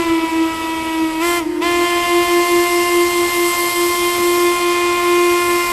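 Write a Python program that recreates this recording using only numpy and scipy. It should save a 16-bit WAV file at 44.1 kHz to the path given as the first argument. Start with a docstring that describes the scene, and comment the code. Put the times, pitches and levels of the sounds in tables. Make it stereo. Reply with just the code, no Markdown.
"""Over a river bridge in a valley, a distant locomotive creeps away blowing a single-chime steam whistle.
The valve eases off, jerks open, shuts, then opens fully; steam pressure sets pitch and overtones alike.
The whistle is a harmonic series with pulsed hiss. The bank returns a late, slightly flatter echo that beats
with the direct tone, and the far piers a later one. The valley tail is the whistle convolved with sparse
decaying reflections; the train's rumble is coloured noise."""
import sys
import numpy as np
from scipy import signal
from scipy.fft import rfft, irfft, next_fast_len
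from scipy.io import wavfile
from scipy.ndimage import uniform_filter1d

SR = 44100
rng = np.random.default_rng(int(sys.argv[2]) if len(sys.argv) > 2 else 0)


def unload_audio(sound):
    """Save the sound as a 16-bit wav file, at the path given as the first command line argument."""
    columns = np.transpose(np.atleast_2d(sound))
    # keep every value between -1 and 1, then stretch to whole-number steps
    steps = np.round(np.clip(columns, -1, 1) * 32767)
    wavfile.write(sys.argv[1], SR, steps.astype(np.int16))


N = 252252
LEAD = 2 * SR  # samples of whistle computed ahead of the start, to feed echoes and tail

# the driver's hand on the valve, as the pitch the steam pressure heads for: (time [s], pitch [Hz])
VALVE_PITCH = [(-2, 350), (-.2, 349), (-.1, 344), (-.02, 336), (.18, 326.2), (.7, 324.7), (.95, 323.1),
               (1.12, 320), (1.19, 319.8), (1.225, 347.2), (1.379, 347.2), (1.408, 310), (1.605, 306.2),
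               (1.612, 348), (2.1, 349), (2.8, 349.7), (3.3, 349.3), (3.65, 350.1), (5.35, 350.6),
               (5.72, 348.6)]
PRESSURE_LAG_S = .018
SHUT_HZ, OPEN_HZ = 309, 350  # pitches at which the pressure scale reads 0 and 1

# overtone level falls with the logarithm of the pressure above the share SPEAK
OPEN_DB, DB_PER_DECADE, SPEAK, LEAK = -24.5, 8, .1, 0.0014
# a valve jerked open overblows for a moment; one slammed shut chokes the overtones while the pitch falls
SURGE_DB, CHOKE_DB = 7.5, 11  # per full pressure change within one PRESSURE_LAG_S
TREBLE_SHUT_DB, TREBLE_RISE_DB = -44, 18  # the treble grows evenly with pressure
# slow swelling and dulling of the treble: (time [s], relative level [dB])
TREBLE_SWELL = [(0, 0.1), (1.15, 2.6), (1.3, 2.5), (1.7, -1), (2.05, -0.5), (2.6, 2), (3.2, 1.7), (3.5, 4),
                (4.4, 2.5), (4.92, -2.5), (5.3, 0.8), (5.72, 2)]
TOP_HZ, TOP_SWING, TOP_EVEN_DB = 9800, .8, 1.5  # above TOP_HZ the treble swells and dulls further

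# fundamental, swelled and thinned by near reflections as the train rolls: (time [s], level [dB])
FUNDAMENTAL_LEVEL = [(0, -28), (.05, -21.5), (.1, -15.5), (.19, -16.5), (.21, -29), (.24, -14), (.3, -36),
                     (.33, -18.5), (.42, -14), (.55, -29), (.66, -23.5), (.85, -26), (1.04, -14.5),
                     (1.14, -26.5), (1.24, -17.5), (1.36, -21), (1.44, -21), (1.53, -27), (1.6, -21.5),
                     (1.85, -16.5), (2, -29), (2.2, -17), (3.2, -17.5), (3.6, -26.5), (4.05, -19),
                     (4.2, -18.5), (4.45, -15), (4.75, -22), (5.1, -15.5), (5.55, -16.5), (5.72, -31)]
# overtones at low pressure: (multiple [1], relative level [dB])
SOFT_OVERTONES = [(1, 0), (2, -17), (3, -4), (4, -11), (5, -25), (6, -13), (7, -13), (8, -14), (9, -18),
                  (10, -18), (11, -20), (12, -28), (13, -29), (14, -26)]
# overtones at full pressure: (multiple [1], relative level [dB])
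FULL_OVERTONES = [(1, 1.5), (2, -11.5), (3, -1.5), (4, -18), (5, -14), (6, -5), (7, -14), (8, -16.5),
                  (9, -14), (10, -19.5), (11, -22.5), (12, -18.5), (13, -21), (14, -20)]
# overtones above those: (frequency [Hz], relative level [dB])
TREBLE_OVERTONES = [(5000, -21), (6000, -29), (7000, -29), (7900, -20.5), (9000, -34.5), (10000, -24),
                    (11500, -22), (12600, -23), (14000, -43), (15500, -45)]
# near reflections sway the low overtones, each at its own pace:
# (multiple [1], depth [dB], period [s], time of the cosine's crest [s], drift [dB/s])
OVERTONE_SWAY = [(2, 2.5, 2.72, 2.35, -2), (3, 1.5, 3.13, 2.04, 0.4), (4, 8.5, 5.1, 5.6, -0.9),
                 (5, 2, 4, 1.85, -1), (6, 0.9, 2.9, 3.1, -0.6), (7, 5.5, 3.66, 5.2, 0.85),
                 (8, 4.7, 3.96, 2.2, 0.2), (9, 2.5, 2.9, 4.23, -1.4), (10, 3.5, 2.6, 4.6, .1),
                 (12, 1.5, 3.6, 4.3, -0.9)]
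SWAY_MIDDLE_S = 3.7  # the drift passes zero here
SOFT_FLUTTER = 0.45  # overtones waver more at low pressure, by this share
# each pulse returns off the boiler and the water: (delay [cycles], gain [1])
PULSE_REPEATS = [(0, 1), (.15, .3), (.65, .6)]

# steam hiss between the overtones: (frequency [Hz], relative density [dB per Hz])
HISS_COLOUR = [(60, -37), (200, -16), (420, -15), (800, 0), (1200, 1), (1600, -7.5), (2200, 0.5),
               (3200, 0.5), (3900, -5.5), (5500, -7.5), (8000, -8.5), (9300, -8.5), (11500, -6),
               (13200, -11), (14500, -26), (15600, -37)]
HISS_SAME = [(300, 0.88), (1500, 0.92), (10000, 0.69)]  # (frequency [Hz], left-right likeness [1])

# microphone pair facing the bridge:
# (frequency [Hz], left minus right level [dB], phase left leads beyond its lag [rad])
MICROPHONE_PAIR = [(98, 1, 0.064), (336, 3.5, 0.08), (700, 2.5, -0.078), (990, 1, -0.77),
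                   (1380, 1.5, -0.82), (1570, -1, 1.76), (2130, -1, 0.049), (3180, -1.5, -0.14),
                   (4600, 2.5, 0.22), (6160, -2, -0.32), (8450, 1.5, 0.83), (9400, -1.5, -0.23),
                   (14000, 3.5, 0.42)]
LEFT_LAG_S = 3.2e-5

# bank echo, fundamental: (time [s], level before the order and side gains [dB])
BANK_FUNDAMENTAL = [(0, -26), (.3, -53), (.6, -56), (1.7, -44), (1.9, -31), (2.25, -22), (2.9, -28),
                    (3.75, -26.5), (4.25, -33.5), (4.6, -30), (5.1, -43), (5.72, -35)]
# bank echo, harmonics: (multiple [1], level above its fundamental or overtone level [dB], left lead [rad])
BANK_HARMONICS = [(1, 2.5, -0.5), (2, -22, 0.5), (3, -8.5, 4), (4, -23, 3), (5, -27.5, -1.5), (6, -18.5, 2)]
BANK_MS, BANK_MS_PER_S = 177.8, 13.22  # delay at the start and its growth
# pier echo, fundamental: (time [s], level before the order and side gains [dB])
PIER_FUNDAMENTAL = [(0, -29), (.22, -34), (.3, -43), (1.4, -38), (1.46, -21.5), (1.63, -21.5), (1.7, -29),
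                    (1.86, -33), (2, -44), (5.72, -57)]
# pier echo, harmonics: (multiple [1], level above its fundamental or overtone level [dB], left lead [rad])
PIER_HARMONICS = [(1, 1, 0.3), (2, -25.5, 0.73), (3, -20, 0.78), (4, -41, 1.5), (5, -19.5, 2.4),
                  (6, -25.5, 0.63)]
PIER_MS, PIER_MS_PER_S = 232, 1.5  # path nearly constant

# what the valley keeps of the whistle: (multiple [1], level relative to the overtone level [dB])
VALLEY_HARMONICS = [(1, -12), (2, -20), (3, -17), (4, -28), (5, -25), (6, -21), (7, -28), (8, -30),
                    (9, -30)]
# reverberation of the valley: (frequency [Hz], time to fall by 60 dB [s])
VALLEY_DECAY = [(200, 11), (500, 2.6), (1500, 3.9), (5000, 1.44)]

# train rumble: (frequency [Hz], relative density [dB per Hz])
RUMBLE_COLOUR = [(15, -48), (27, -18), (45, -1.5), (65, 4), (110, -4.5), (200, -13), (260, 0.5),
                 (400, -1.5), (1000, -9), (3000, -12.5), (8000, -28.5), (12000, -24.5), (15000, -50)]
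# train rumble: (frequency [Hz], left-right likeness [1])
RUMBLE_LIKENESS = [(60, 0.99), (150, 0.99), (250, .95), (600, 0.33), (1500, 0.12), (15000, 0)]
EDGE_HZ = 15700  # band limit of the output


def gain_of(db):
    """Logarithmic level: decibels to amplitude gain."""
    return np.exp(np.asarray(db) * (np.log(10) / 20))


def evened(x):
    """Normalization of power: scales to rms 1."""
    return x / np.sqrt(np.mean(x ** 2) + 1e-20)


def curve(rows, t):
    """Linear interpolation in time: the columns of a time table at times t."""
    s, *columns = np.transpose(rows)
    return [np.interp(t, s, c) for c in columns]


def read(points, hz, axis=1):
    """Interpolation on a logarithmic frequency axis: a column of a spectrum table at hz."""
    table = np.transpose(points)
    return np.interp(np.log(hz + 1), np.log(table[0] + 1), table[axis])


def wander(rate_hz, count):
    """Low-pass filtered random process: slow curves of rms 1."""
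    steps = uniform_filter1d(rng.standard_normal((count, N // 64 + 2)), 5)
    pole = np.exp(-2 * np.pi * rate_hz * 64 / SR)
    smooth = evened(signal.lfilter([1], [1, -pole], steps))
    return [np.interp(np.arange(N) / 64, np.arange(len(row)), row) for row in smooth]


def noise(colour, likeness, patchy_db):
    """Spectral shaping of partly coherent noise: two channels with drifting patches."""
    frames, hz = N // 256 + 5, np.fft.rfftfreq(1024, 1 / SR)
    a, b, c, d, patches = rng.standard_normal((frames, 513, 5)).T
    patches = evened(uniform_filter1d(uniform_filter1d(patches, 10, 0), 12, 1))
    same = np.clip(read(likeness, hz), 0, 1)[:, None]
    left = a + 1j * b
    right = same * left + np.sqrt(1 - same ** 2) * (c + 1j * d)
    spectra = np.array([left, right]) * gain_of(read(colour, hz)[:, None] + patchy_db * patches)
    return evened(signal.istft(spectra, nperseg=1024, noverlap=768)[1][:, :N])


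def highpass(x, hz):
    """Second-order Butterworth filtering: passes what lies above hz."""
    return signal.sosfilt(signal.butter(2, hz, "high", fs=SR, output="sos"), x)


def pitch(t):
    """First-order relaxation: pressure, and pitch with it, follows the valve with a short lag."""
    coarse = np.arange(-LEAD, N + 32, 32) / SR
    keep = np.exp(-32 / (PRESSURE_LAG_S * SR))
    aim = curve(VALVE_PITCH, coarse)[0]
    lagged = aim[0] + signal.lfilter([1 - keep], [1, -keep], aim - aim[0])
    return np.interp(t, coarse, lagged)


def cycles(t):
    """Phase as the integral of frequency: cycles run through by emission time t."""
    fine = np.arange(-LEAD, N) / SR
    return np.interp(t, fine, np.cumsum(pitch(fine)) / SR)


def blow(t):
    """Pressure-driven excitation: overtone level, and treble above it, from the steam pressure."""
    steam = np.clip((pitch(t) - SHUT_HZ) / (OPEN_HZ - SHUT_HZ), 0, 1)
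    change = np.gradient(steam, 1 / SR) * PRESSURE_LAG_S
    excess = np.maximum(steam - SPEAK, 0) / (1 - SPEAK)
    level_db = OPEN_DB + DB_PER_DECADE * np.log10(excess + LEAK)
    level_db = level_db + np.where(change > 0, SURGE_DB, CHOKE_DB) * change
    level_db = uniform_filter1d(level_db, size=SR // 50)
    treble_db = TREBLE_SHUT_DB + TREBLE_RISE_DB * steam + curve(TREBLE_SWELL, t)[0]
    return level_db, treble_db - level_db


def overtones(t, shaky, pressure, top_db):
    """Fourier synthesis of a pulse train: harmonics 2 to 44 with levels set by pressure."""
    hz, (level_db, treble_db) = pitch(t), blow(t)
    shut = np.clip((318 - hz) / 6, 0, 1)  # barely blown, the tone keeps only its lowest overtones
    flutter = 1 + SOFT_FLUTTER * (1 - pressure)
    fades = wander(rate_hz=7.0, count=44)  # moving air lets each overtone fade on its own
    drifts = wander(rate_hz=5.3, count=44)  # and arrive from a slightly other side
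    sway = {}
    for k, depth_db, period, top, drift in OVERTONE_SWAY:
        swing = depth_db * np.cos(2 * np.pi * (t - top) / period)
        sway[round(k)] = swing + drift * (t - SWAY_MIDDLE_S)
    tone = np.zeros((2, N))
    for k in range(2, 45):
        if k <= len(FULL_OVERTONES):
            soft_db = SOFT_OVERTONES[k - 1][1] + 8 + shut * max(11.0 - 1.9 * k, 0)
            full_db = FULL_OVERTONES[k - 1][1] + 5
            db = (1 - pressure) * soft_db + pressure * full_db + 0.035 * k * (treble_db - 2.5)
        else:
            db = np.repeat(read(TREBLE_OVERTONES, k * hz[::64]), 64)[:N]
            db = db + treble_db + 8.0 + top_db * (k * OPEN_HZ > TOP_HZ)
        depth = np.clip(-(db.mean() - 3.5) / 16, 0, 1) * min(k / 4, 1)  # weak, high ones waver most
        db = level_db + db + pressure * sway.get(k, 0) + 1.92 * flutter * depth * fades[k - 1]
        repeats = np.angle(sum(g * np.exp(-2j * np.pi * k * at) for at, g in PULSE_REPEATS))
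        late = repeats + 0.35 * depth * fades[-k]
        side = 0.3 * depth * drifts[k - 1] * np.array([[1], [-1]])
        tone += np.sqrt(2) * gain_of(db) * np.cos(2 * np.pi * k * shaky - .4 + late + side)
    return tone


def steam_hiss(t, shaky, pressure, top_db):
    """Amplitude modulation of turbulence noise: a puff of hiss rides on every pulse and its repeats."""
    level_db, treble_db = blow(t)
    puff = .65 + sum(g * np.exp(-((shaky - at) % 1) / .08) for at, g in PULSE_REPEATS)
    hiss = evened(puff * noise(HISS_COLOUR, HISS_SAME, patchy_db=1.0))
    hiss = hiss + (gain_of(top_db) - 1) * highpass(hiss, TOP_HZ)
    hiss = hiss + (gain_of(treble_db + 5.5) - 1) * highpass(hiss, 4500)
    return gain_of(level_db - 2.5 + 0.78 * pressure) * hiss


def whistle(t):
    """Periodic excitation: fundamental, overtones and pulsed hiss share one running phase."""
    pressure = np.clip((pitch(t) - 331) / 14, 0, 1)
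    top_db = TOP_SWING * (curve(TREBLE_SWELL, t)[0] - TOP_EVEN_DB)
    turns = cycles(t)
    shaky = turns + 0.0069 * wander(rate_hz=21, count=1)[0]  # pulses come a little early or late
    level = np.sqrt(2) * gain_of(curve(FUNDAMENTAL_LEVEL, t)[0])
    fundamental = level * np.cos(2 * np.pi * turns - 1.0)
    tone = fundamental + overtones(t, shaky, pressure, top_db)
    return tone + steam_hiss(t, shaky, pressure, top_db)


def microphone_pair(x):
    """Interchannel difference: a small lag and a colour difference between left and right."""
    size = next_fast_len(N + 256)
    hz = np.fft.rfftfreq(size, 1 / SR)
    lead = read(MICROPHONE_PAIR, hz, axis=2) - 2 * np.pi * hz * LEFT_LAG_S
    half = gain_of(read(MICROPHONE_PAIR, hz) / 2) * np.exp(.5j * lead)  # each side takes half
    return irfft(rfft(x, size) * np.array([half, 1 / half]), size)[:, :N]


def echo(t, delay_ms, level_db, harmonics):
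    """Doppler shift by a growing path: a dull copy sent earlier returns flatter, from another side."""
    then = t - delay_ms / 1000
    sent_db = blow(then)[0]  # overtones thin out when the valve was nearly shut
    fades = wander(rate_hz=4.1, count=len(harmonics))
    turns, sides = cycles(then), np.array([[.5], [-.5]])
    total = np.zeros((2, N))
    for (k, db, lead), fade in zip(harmonics, fades):
        heard_db = db + (level_db if k == 1 else sent_db + 2.0 * fade)
        total += np.sqrt(2) * gain_of(heard_db) * np.cos(2 * np.pi * k * turns - 1.0 + lead * sides)
    return total


def bank_echo(t):
    """Reflection off the bank behind a receding source: the delay lengthens steadily."""
    level_db = curve(BANK_FUNDAMENTAL, t)[0]
    sound = echo(t, BANK_MS + BANK_MS_PER_S * t, level_db, BANK_HARMONICS)
    return sound * gain_of([[1.8], [-1.2]])


def pier_echo(t):
    """Reflection off the far piers: a later echo over a nearly constant path."""
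    level_db = curve(PIER_FUNDAMENTAL, t)[0]
    sound = echo(t, PIER_MS + PIER_MS_PER_S * t, level_db, PIER_HARMONICS)
    return sound * gain_of([[1.2], [-.8]])


def valley():
    """Reverberation by convolution: low whistle harmonics in a long tail of sparse reflections."""
    then = np.arange(-LEAD, N) / SR
    level = gain_of(blow(then)[0] - 0.5)
    turns = .994 * cycles(then)  # the tail sounds 0.6 % flat
    fed = level * sum(gain_of(db) * np.cos(2 * np.pi * k * turns) for k, db in VALLEY_HARMONICS)
    taps = np.zeros((2, LEAD))
    # one reflection of random sign at a random place in every 40 samples
    at = np.arange(2000, LEAD - 40, 40) + rng.integers(0, 40, (2, (LEAD - 2001) // 40))
    np.put_along_axis(taps, at, rng.choice([-1., 1.], at.shape), 1)
    taps[1] = 1.1 * taps[0] + 0.73 * taps[1]  # the right side partly shares the left's reflections
    hz, s, spectra = signal.stft(taps, SR, nperseg=256)
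    decay = gain_of(-60 * s / read(VALLEY_DECAY, hz)[:, None])
    tail = signal.istft(spectra * decay, SR, nperseg=256)[1]
    tail = tail / np.linalg.norm(tail[0])
    return signal.fftconvolve(fed[None], tail, axes=1)[:, LEAD:LEAD + N]


def train_rumble():
    """Broadband random excitation: coloured noise, nearly identical left and right in the bass."""
    return gain_of(-33.5) * noise(RUMBLE_COLOUR, RUMBLE_LIKENESS, patchy_db=2.0)


def scene():
    """Superposition: whistle, two echoes, valley tail and train rumble."""
    t = np.arange(N) / SR
    direct = microphone_pair(whistle(t))
    return direct + bank_echo(t) + pier_echo(t) + valley() + train_rumble()


def record(dry):
    """Saturation and band limiting: the input stage rounds off the highest peaks, then a low-pass."""
    rounded = dry / (1 + abs(dry / .9) ** 6) ** (1 / 6)
    lowpass = signal.firwin(511, EDGE_HZ, window=("kaiser", 9), fs=SR)
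    return signal.oaconvolve(rounded, lowpass[None], "same")


dry = scene()
out = record(dry)
unload_audio(out)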